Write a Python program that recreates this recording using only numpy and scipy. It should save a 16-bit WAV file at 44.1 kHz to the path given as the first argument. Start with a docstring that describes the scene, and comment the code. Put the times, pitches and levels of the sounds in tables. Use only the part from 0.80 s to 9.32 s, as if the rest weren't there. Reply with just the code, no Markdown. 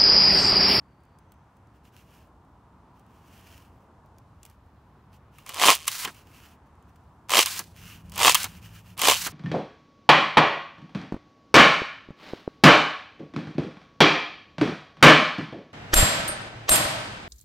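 """Four harsh tearing strokes: a knife cuts slices off a foam tube on a wooden table, close to a microphone.
On each down-stroke the blade sticks and slips and foam cells burst in bunches (gated click noise);
then it rasps back out, while hand and tube rub more softly and small snaps and slice drops stand out.
Behind lie distant traffic (shaped noise), a low engine drone and faint narrow-band chirping at the start."""
import sys
import numpy as np
from scipy import signal
from scipy.fft import rfft, irfft
from scipy.io import wavfile
from scipy.ndimage import uniform_filter1d

SR = 44100
rng = np.random.default_rng(int(sys.argv[2]) if len(sys.argv) > 2 else 0)


def transcribe(signal):
    """Save signal, clipped to [-1, 1], as a 16-bit WAV file at the path in sys.argv[1]."""
    frames = np.atleast_2d(signal).T
    limited = np.clip(frames, -1, 1)
    pcm = np.round(limited * 32767).astype(np.int16)
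    wavfile.write(sys.argv[1], SR, pcm)


N = 375732

# Blade drawn back out through the slit. Each row: start in seconds, end in seconds, level in dB,
# level change over the pull in dB, treble relative to the rest in dB.
PULLS = [(5.066, 5.247, -31.5, 1, -3.5), (6.65, 6.796, -30.5, -1, -3.5), (7.55, 7.644, -23.5, -4.5, -7),
         (8.356, 8.466, -31, 2.5, -2.5)]
# Spectrum of tearing foam. Each row: frequency in Hz, relative density in dB per Hz.
CUT_COLOUR = [(88, -63), (150, -29), (303, -14.5), (888, -4), (960, -3), (1080, 1.5), (1500, -12.5),
              (1900, -7.5), (3040, -1), (3920, -7), (7920, -12), (11700, -18), (15100, -20.5),
              (16000, -19.5)]
# Spectrum of the blade rasping on cut faces. Each row: frequency in Hz, relative density in dB per Hz.
PULL_COLOUR = [(400, -26.5), (900, -10), (1170, -7), (3470, -5), (4250, -2.5), (6720, -4), (14900, -9.5),
               (16000, -5)]


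def undb(db):
    """Amplitude factor from dB."""
    return 10 ** (np.asarray(db) / 20)


def unit(x):
    """Scales to rms 1."""
    return x / np.sqrt(np.mean(x ** 2))


def curve(rows):
    """Gain over time from (s, dB) rows, interpolated on amplitude to the power 2/3."""
    s, db = np.transpose(rows)
    return np.interp(np.arange(N) / SR, s, undb(2 * db / 3)) ** (3 / 2)


def colour(x, points, size=2048):
    """Minimum-phase filter of the given (Hz, dB) shape and unit power gain, built from the cepstrum."""
    hz, db = np.transpose(points)
    grid_hz = np.maximum(np.arange(size // 2 + 1) * SR / size, 1)
    shape_db = np.interp(np.log(grid_hz), np.log(hz), db)
    cepstrum = irfft(np.log(undb(shape_db)))
    cepstrum[1:size // 2] *= 2  # fold to the causal side
    cepstrum[size // 2 + 1:] = 0
    taps = irfft(np.exp(rfft(cepstrum)))
    taps = taps / np.sqrt(np.sum(taps ** 2))
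    return signal.fftconvolve(x, taps)[:len(x)]


def ring(x, modes):
    """Sum of resonances (Hz, width in Hz, dB) driven by x."""
    return sum(undb(db) * signal.lfilter(*signal.iirpeak(hz, hz / width_hz, SR), x)
               for hz, width_hz, db in modes)


def split(x, hz):
    """Low and high parts around hz that add up to the whole."""
    low = signal.sosfiltfilt(signal.butter(2, hz, fs=SR, output="sos"), x)
    return low, x - low


def walk(rate_hz):
    """Random levels held 1 / rate_hz seconds, smoothed twice; spread near 1."""
    k = int(SR / rate_hz)
    held = np.repeat(rng.standard_normal(N // k + 1), k)
    return 1.3 * uniform_filter1d(uniform_filter1d(held, k), k)[:N]


def cells(spread_db):
    """Foam cells bursting: dense clicks, a few much larger than the rest."""
    return unit(rng.standard_normal(N) * undb(spread_db * rng.exponential(size=N)))


def cutting():
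    """Stick-slip: each slip tears a bunch of cells for a few milliseconds, over a steadier fizz."""
    slip_rate_hz, slip_spread_db = 125, 1.8
    turns = np.cumsum(slip_rate_hz * (1 + .4 * walk(90))) / SR
    slip_sizes = undb(slip_spread_db * rng.standard_normal(int(turns[-1]) + 2))
    phase = turns % 1
    pulse = np.minimum(phase / 0.045, 1) / (1 + (phase / 0.39) ** 6)
    slip = slip_sizes[turns.astype(int)] * pulse
    tearing = colour(unit(slip + .4) * cells(3.2), CUT_COLOUR)
    honk, body = split(split(tearing, 4000)[0], 1600)
    fizz = split(colour(unit(slip + .8) * cells(2.8), CUT_COLOUR), 3600)[1]
    return cut_gain() * (honk * hollow() + body + fizz)


def cut_gain():
    """Stroke level: a bell in dB, rising slower than it falls, over the creep of the resting blade."""
    # Each row: blade touches in seconds, fastest moment in seconds, stroke length in seconds, level in dB.
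    strokes = [(4.655, 4.889, 0.2, -13.5), (6.482, 6.59, 0.17, -13.5), (7.317, 7.479, .17, -12),
               (8.165, 8.298, .19, -14)]
    rise_share, edge_db, bell_power = 0.59, -26.5, 2.12  # rise part of stroke; bell at both ends; flatness
    creep_db, creep_after_s, touch_s = -44.5, .19, .03
    t, gain = np.arange(N) / SR, 0
    for touch, top, length, db in strokes:
        before, after = (top - t) / rise_share, (t - top) / (1 - rise_share)
        u = np.where(t < top, before, after) / length
        bell = undb(db + edge_db * np.minimum(u, 4) ** bell_power)
        creep = undb(creep_db) * (t < top + creep_after_s)
        gain = gain + np.clip((t - touch) / touch_s, 0, 1) * (bell + creep)
    return gain


def hollow():
    """Gain of the hollow core's honk: damped once the blade has passed it, until the slice is off."""
    # Each entry: blade has passed the core, in seconds.
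    core_passed_s = [4.925, 6.595, 7.49, 8.318]
    honk_db, damped_db, fade_s = 2, -9, .012
    rows = []
    for core, pull in zip(core_passed_s, PULLS):
        off = pull[1]
        rows += [(core, honk_db), (core + fade_s, damped_db), (off, damped_db), (off + fade_s, honk_db)]
    return curve(rows)


def pulling():
    """The flat of the blade rasps along the cut faces, stops quickly, then the foam settles."""
    attack_s, stop_t60_s, settle_db, settle_t60_s = 0.011, .07, -13, 0.43
    low, high = split(colour(cells(2.5) * undb(1.9 * walk(90)), PULL_COLOUR), 3200)
    t, out = np.arange(N) / SR, 0
    for start, end, db, change_db, treble_db in PULLS:
        after = np.maximum(t - end, 0)
        stop = undb(-60 * after / stop_t60_s)
        settle = undb(settle_db - 60 * after / settle_t60_s)
        level = undb(np.interp(t, [start, end], [db, db + change_db]))
        gain = np.clip((t - start) / attack_s, 0, 1) * level * np.maximum(stop, settle)
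        out = out + gain * (low + high * undb(treble_db))
    return out


def snaps():
    """Foam snaps and blade ticks: a sharp bright click, a ragged tail, a lower and longer tube answer."""
    # Each row: time in seconds, treble level in dB, body relative to treble in dB.
    snap_rows = [(1.052, -52, 4), (3.3843, -45.5, -10), (3.6316, -36.5, -9.5), (3.652, -32.5, -10.5),
                 (3.6624, -38.5, -14), (3.6995, -44, -23), (4.331, -51.5, -2), (4.363, -56, -8),
                 (4.5848, -37.5, -0.5), (4.6638, -28.5, -4), (4.6785, -33.5, -8), (4.6927, -20, -4.5),
                 (4.7435, -19, -5), (4.7986, -20, 3), (4.951, -10, -12.5), (5.0703, -19, -5.5),
                 (5.0793, -1, -6), (5.2366, -21.5, -3.5), (5.2495, -11, -1.5), (6.1588, -48, -6),
                 (6.4949, -19.5, 0), (6.5044, -12.5, -2.5), (6.5166, -15, -8), (6.6599, -5.5, -9),
                 (6.669, -19, 4), (6.7927, -10.5, -13), (7.2968, -35, -16), (7.3198, -28.5, -7),
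                 (7.3587, -22, -19), (7.3786, -14, -7), (7.3929, -14.5, -0.5), (7.4018, -23, 1),
                 (7.4124, -17.5, 6), (7.5458, 1.5, -6), (7.5508, 3, -3.5), (7.6317, -11.5, -16),
                 (7.643, -8.5, -11.5), (8.1778, -21, -13), (8.193, -13.5, -7), (8.2168, -5, -6.5),
                 (8.2347, -16, 0), (8.47, -12.5, -8.5)]
    ticks_per_s, tick_db, tick_spread_db = 5, -66, 5  # faint random ticks, spread evenly over the scene
    low, high, t = np.zeros(N), np.zeros(N), np.arange(2000) / SR
    click = undb(-60 * t / .002)
    crack = click + undb(-9.0 - 60 * t / .018) * np.minimum(t / 0.0013, 1)
    thump = click + undb(-5.5 - 60 * t / 0.039) * np.minimum(t / .0015, 1)
    at, size = rng.random((int(ticks_per_s * N / SR), 2)).T
    ticks = [(s * (N - 2000) / SR, tick_db - tick_spread_db * np.log(1 - z), -10) for s, z in zip(at, size)]
    rows = ticks + list(snap_rows)
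    for (s, db, body_db), noise in zip(rows, rng.standard_normal((len(rows), 2000))):
        high[int(s * SR):][:2000] += noise * crack * undb(db)
        low[int(s * SR):][:2000] += noise * thump * undb(db + body_db)
    answer = split(colour(low, CUT_COLOUR), 3900)[0]
    honk, body = split(split(answer, 700)[1], 1400)
    treble = split(colour(high, PULL_COLOUR), 4800)[1]
    return treble + body + honk * hollow()


def rubbing():
    """Hand and tube sliding: finer crackle with a flickering grip; each slide swells and fades."""
    # Each row: start in seconds, length in seconds, level in dB.
    slides = [(0.932, .06, -72), (1.028, .08, -64), (1.113, 0.14, -61), (1.235, 0.27, -62.5),
              (2.125, 0.11, -72), (2.248, 0.24, -70.5), (2.41, 0.5, -57.5), (2.85, 0.25, -75.5),
              (3.596, 0.18, -68), (4.313, 0.073, -65), (4.506, 0.23, -63), (5.314, 0.13, -57),
              (5.426, 0.35, -54.5), (5.855, .03, -70), (6.07, 0.046, -72.5), (6.925, 0.31, -49.5),
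              (7.224, 0.12, -63), (7.655, 0.092, -52.5), (7.724, 0.086, -54.5), (7.805, 0.11, -53),
              (7.893, 0.14, -52), (8.008, 0.16, -57)]
    # Each row: frequency in Hz, relative density in dB per Hz.
    rub_colour = [(710, -28), (1200, -3.5), (1720, -3), (1850, -2.5), (2020, -5.5), (2830, 1.5),
                  (3740, -11), (5590, -8.5), (8720, -14), (14800, -12), (16000, -10)]
    skew, roundness = 0.99, 1.05  # peak position; softness of the ends
    gain = np.zeros(N)
    for s, length, db in slides:
        u = np.linspace(0, 1, int(length * SR))
        gain[int(s * SR):][:len(u)] += undb(db) * np.abs(np.sin(np.pi * u ** skew)) ** roundness
    grip_db = 1.3 * walk(60) + .8 * walk(20)
    return gain * colour(cells(2.8) * undb(grip_db), rub_colour)


def drops():
    """A soft slice pushes the boards: a decaying noise burst through the table's resonances."""
    # Each row: time in seconds, push level in dB.
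    pushes = [(5.245, -31), (5.275, -31), (6.79, -32), (7.642, -31), (8.465, -28)]
    # Board resonances. Each row: frequency in Hz, width in Hz, level in dB.
    wood = [(200, 110, 3), (368, 300, 5), (875, 400, 6), (1300, 600, 7)]
    push, t = np.zeros(N), np.arange(1500) / SR
    for (s, db), noise in zip(pushes, rng.standard_normal((len(pushes), 1500))):
        push[int(s * SR):][:1500] += undb(db) * noise * np.exp(-t / 0.017)
    return ring(push, wood)


def town():
    """Traffic noise in octave bands that swell together and flicker alone; stereo width grows with Hz."""
    # Each row: frequency in Hz, relative density in dB per Hz.
    town_colour = [(12, -68.5), (20, -38), (46, -9), (74, 0.5), (285, -13.5), (422, -18), (459, -16.5),
                   (499, -19.5), (976, -14.5), (2080, -33), (4670, -44), (11400, -52.5), (16000, -55)]
    level_db, swell_db, flicker_db = -55, .5, 1.4
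    out, swell, (at, db) = 0, walk(0.79), np.transpose(town_colour)
    f = np.fft.rfftfreq(N, 1 / SR)
    shape = undb(np.interp(np.log(f + 1), np.log(at), db))
    mid, side = (rfft(rng.standard_normal(N)) * shape for _ in range(2))
    side *= np.clip(f / 4500, .012, .55)
    for octave in range(4, 15):
        share = np.clip(1 - np.abs(np.log2(f + 1) - octave), 0, 1)
        pair = irfft(np.array([mid + side, mid - side]) * share, N)
        out = out + pair * undb(swell_db * swell + flicker_db * walk(3))
    return unit(out) * undb(level_db)


def engine():
    """A far engine drones in a few wavering low notes: noise through each resonance bank twice."""
    # Each row: time in seconds, level in dB.
    engine_level = [(6.4, -110), (6.9, -52.5), (7.3, -44), (8.1, -51), (8.52, -48.5)]
    # Each row: frequency in Hz, width in Hz, level per pass in dB.
    notes = [(56.8, 27, -6), (80.6, 8, -3), (105, 12, 0), (166.4, 26, -3.5)]
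    return unit(ring(ring(rng.standard_normal(N), notes), notes)) * curve(engine_level)


def chirps():
    """Faint far chirping: narrow bands of noise that fade in and out."""
    # Each row: start in seconds, end in seconds, frequency in Hz, width per pass in Hz, level in dB.
    chirp_rows = [(0, .39, 4560, 400, -86), (.38, .8, 6120, 15, -89)]
    t, out = np.arange(N) / SR, 0
    for start, end, hz, width_hz, db in chirp_rows:
        gate = np.clip(np.minimum(t - start, end - t) / 0.02, 0, 1)
        mode = [(hz, width_hz, 0)]
        band = unit(ring(ring(rng.standard_normal(N), mode), mode))
        out = out + gate * band * undb(db)
    return out


def scene():
    """All foam sounds get a short outdoor tail and a wide treble, then join the background."""
    yard_db, yard_t60_s = -18, .1
    side_db, side_hz, pan_db = -9, 3500, -1  # pan: left relative to right
    foam = cutting() + pulling() + rubbing() + snaps() + drops()
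    t = np.arange(int(yard_t60_s * SR)) / SR
    tail = unit(rng.standard_normal(len(t)) * undb(-60 * t / yard_t60_s)) / np.sqrt(len(t))
    foam = foam + undb(yard_db) * signal.fftconvolve(foam, tail)[:N]
    # fast random left-right jitter widens the treble of all foam sounds
    jitter = walk(2500) * foam
    side = undb(side_db) * signal.lfilter(*signal.butter(1, side_hz, "high", fs=SR), jitter)
    pair = np.array([(foam + side) * undb(pan_db / 2), (foam - side) * undb(-pan_db / 2)])
    return pair + town() + engine() + chirps()


def record(dry):
    """The microphone chain rounds the loudest peaks (tanh) and cuts the top with a steep low-pass."""
    top_hz = 15700
    rounded = np.tanh(.9 * dry) / .9
    return signal.sosfilt(signal.ellip(10, .2, 60, top_hz, fs=SR, output="sos"), rounded)


dry = scene()
out = record(dry)
transcribe(out)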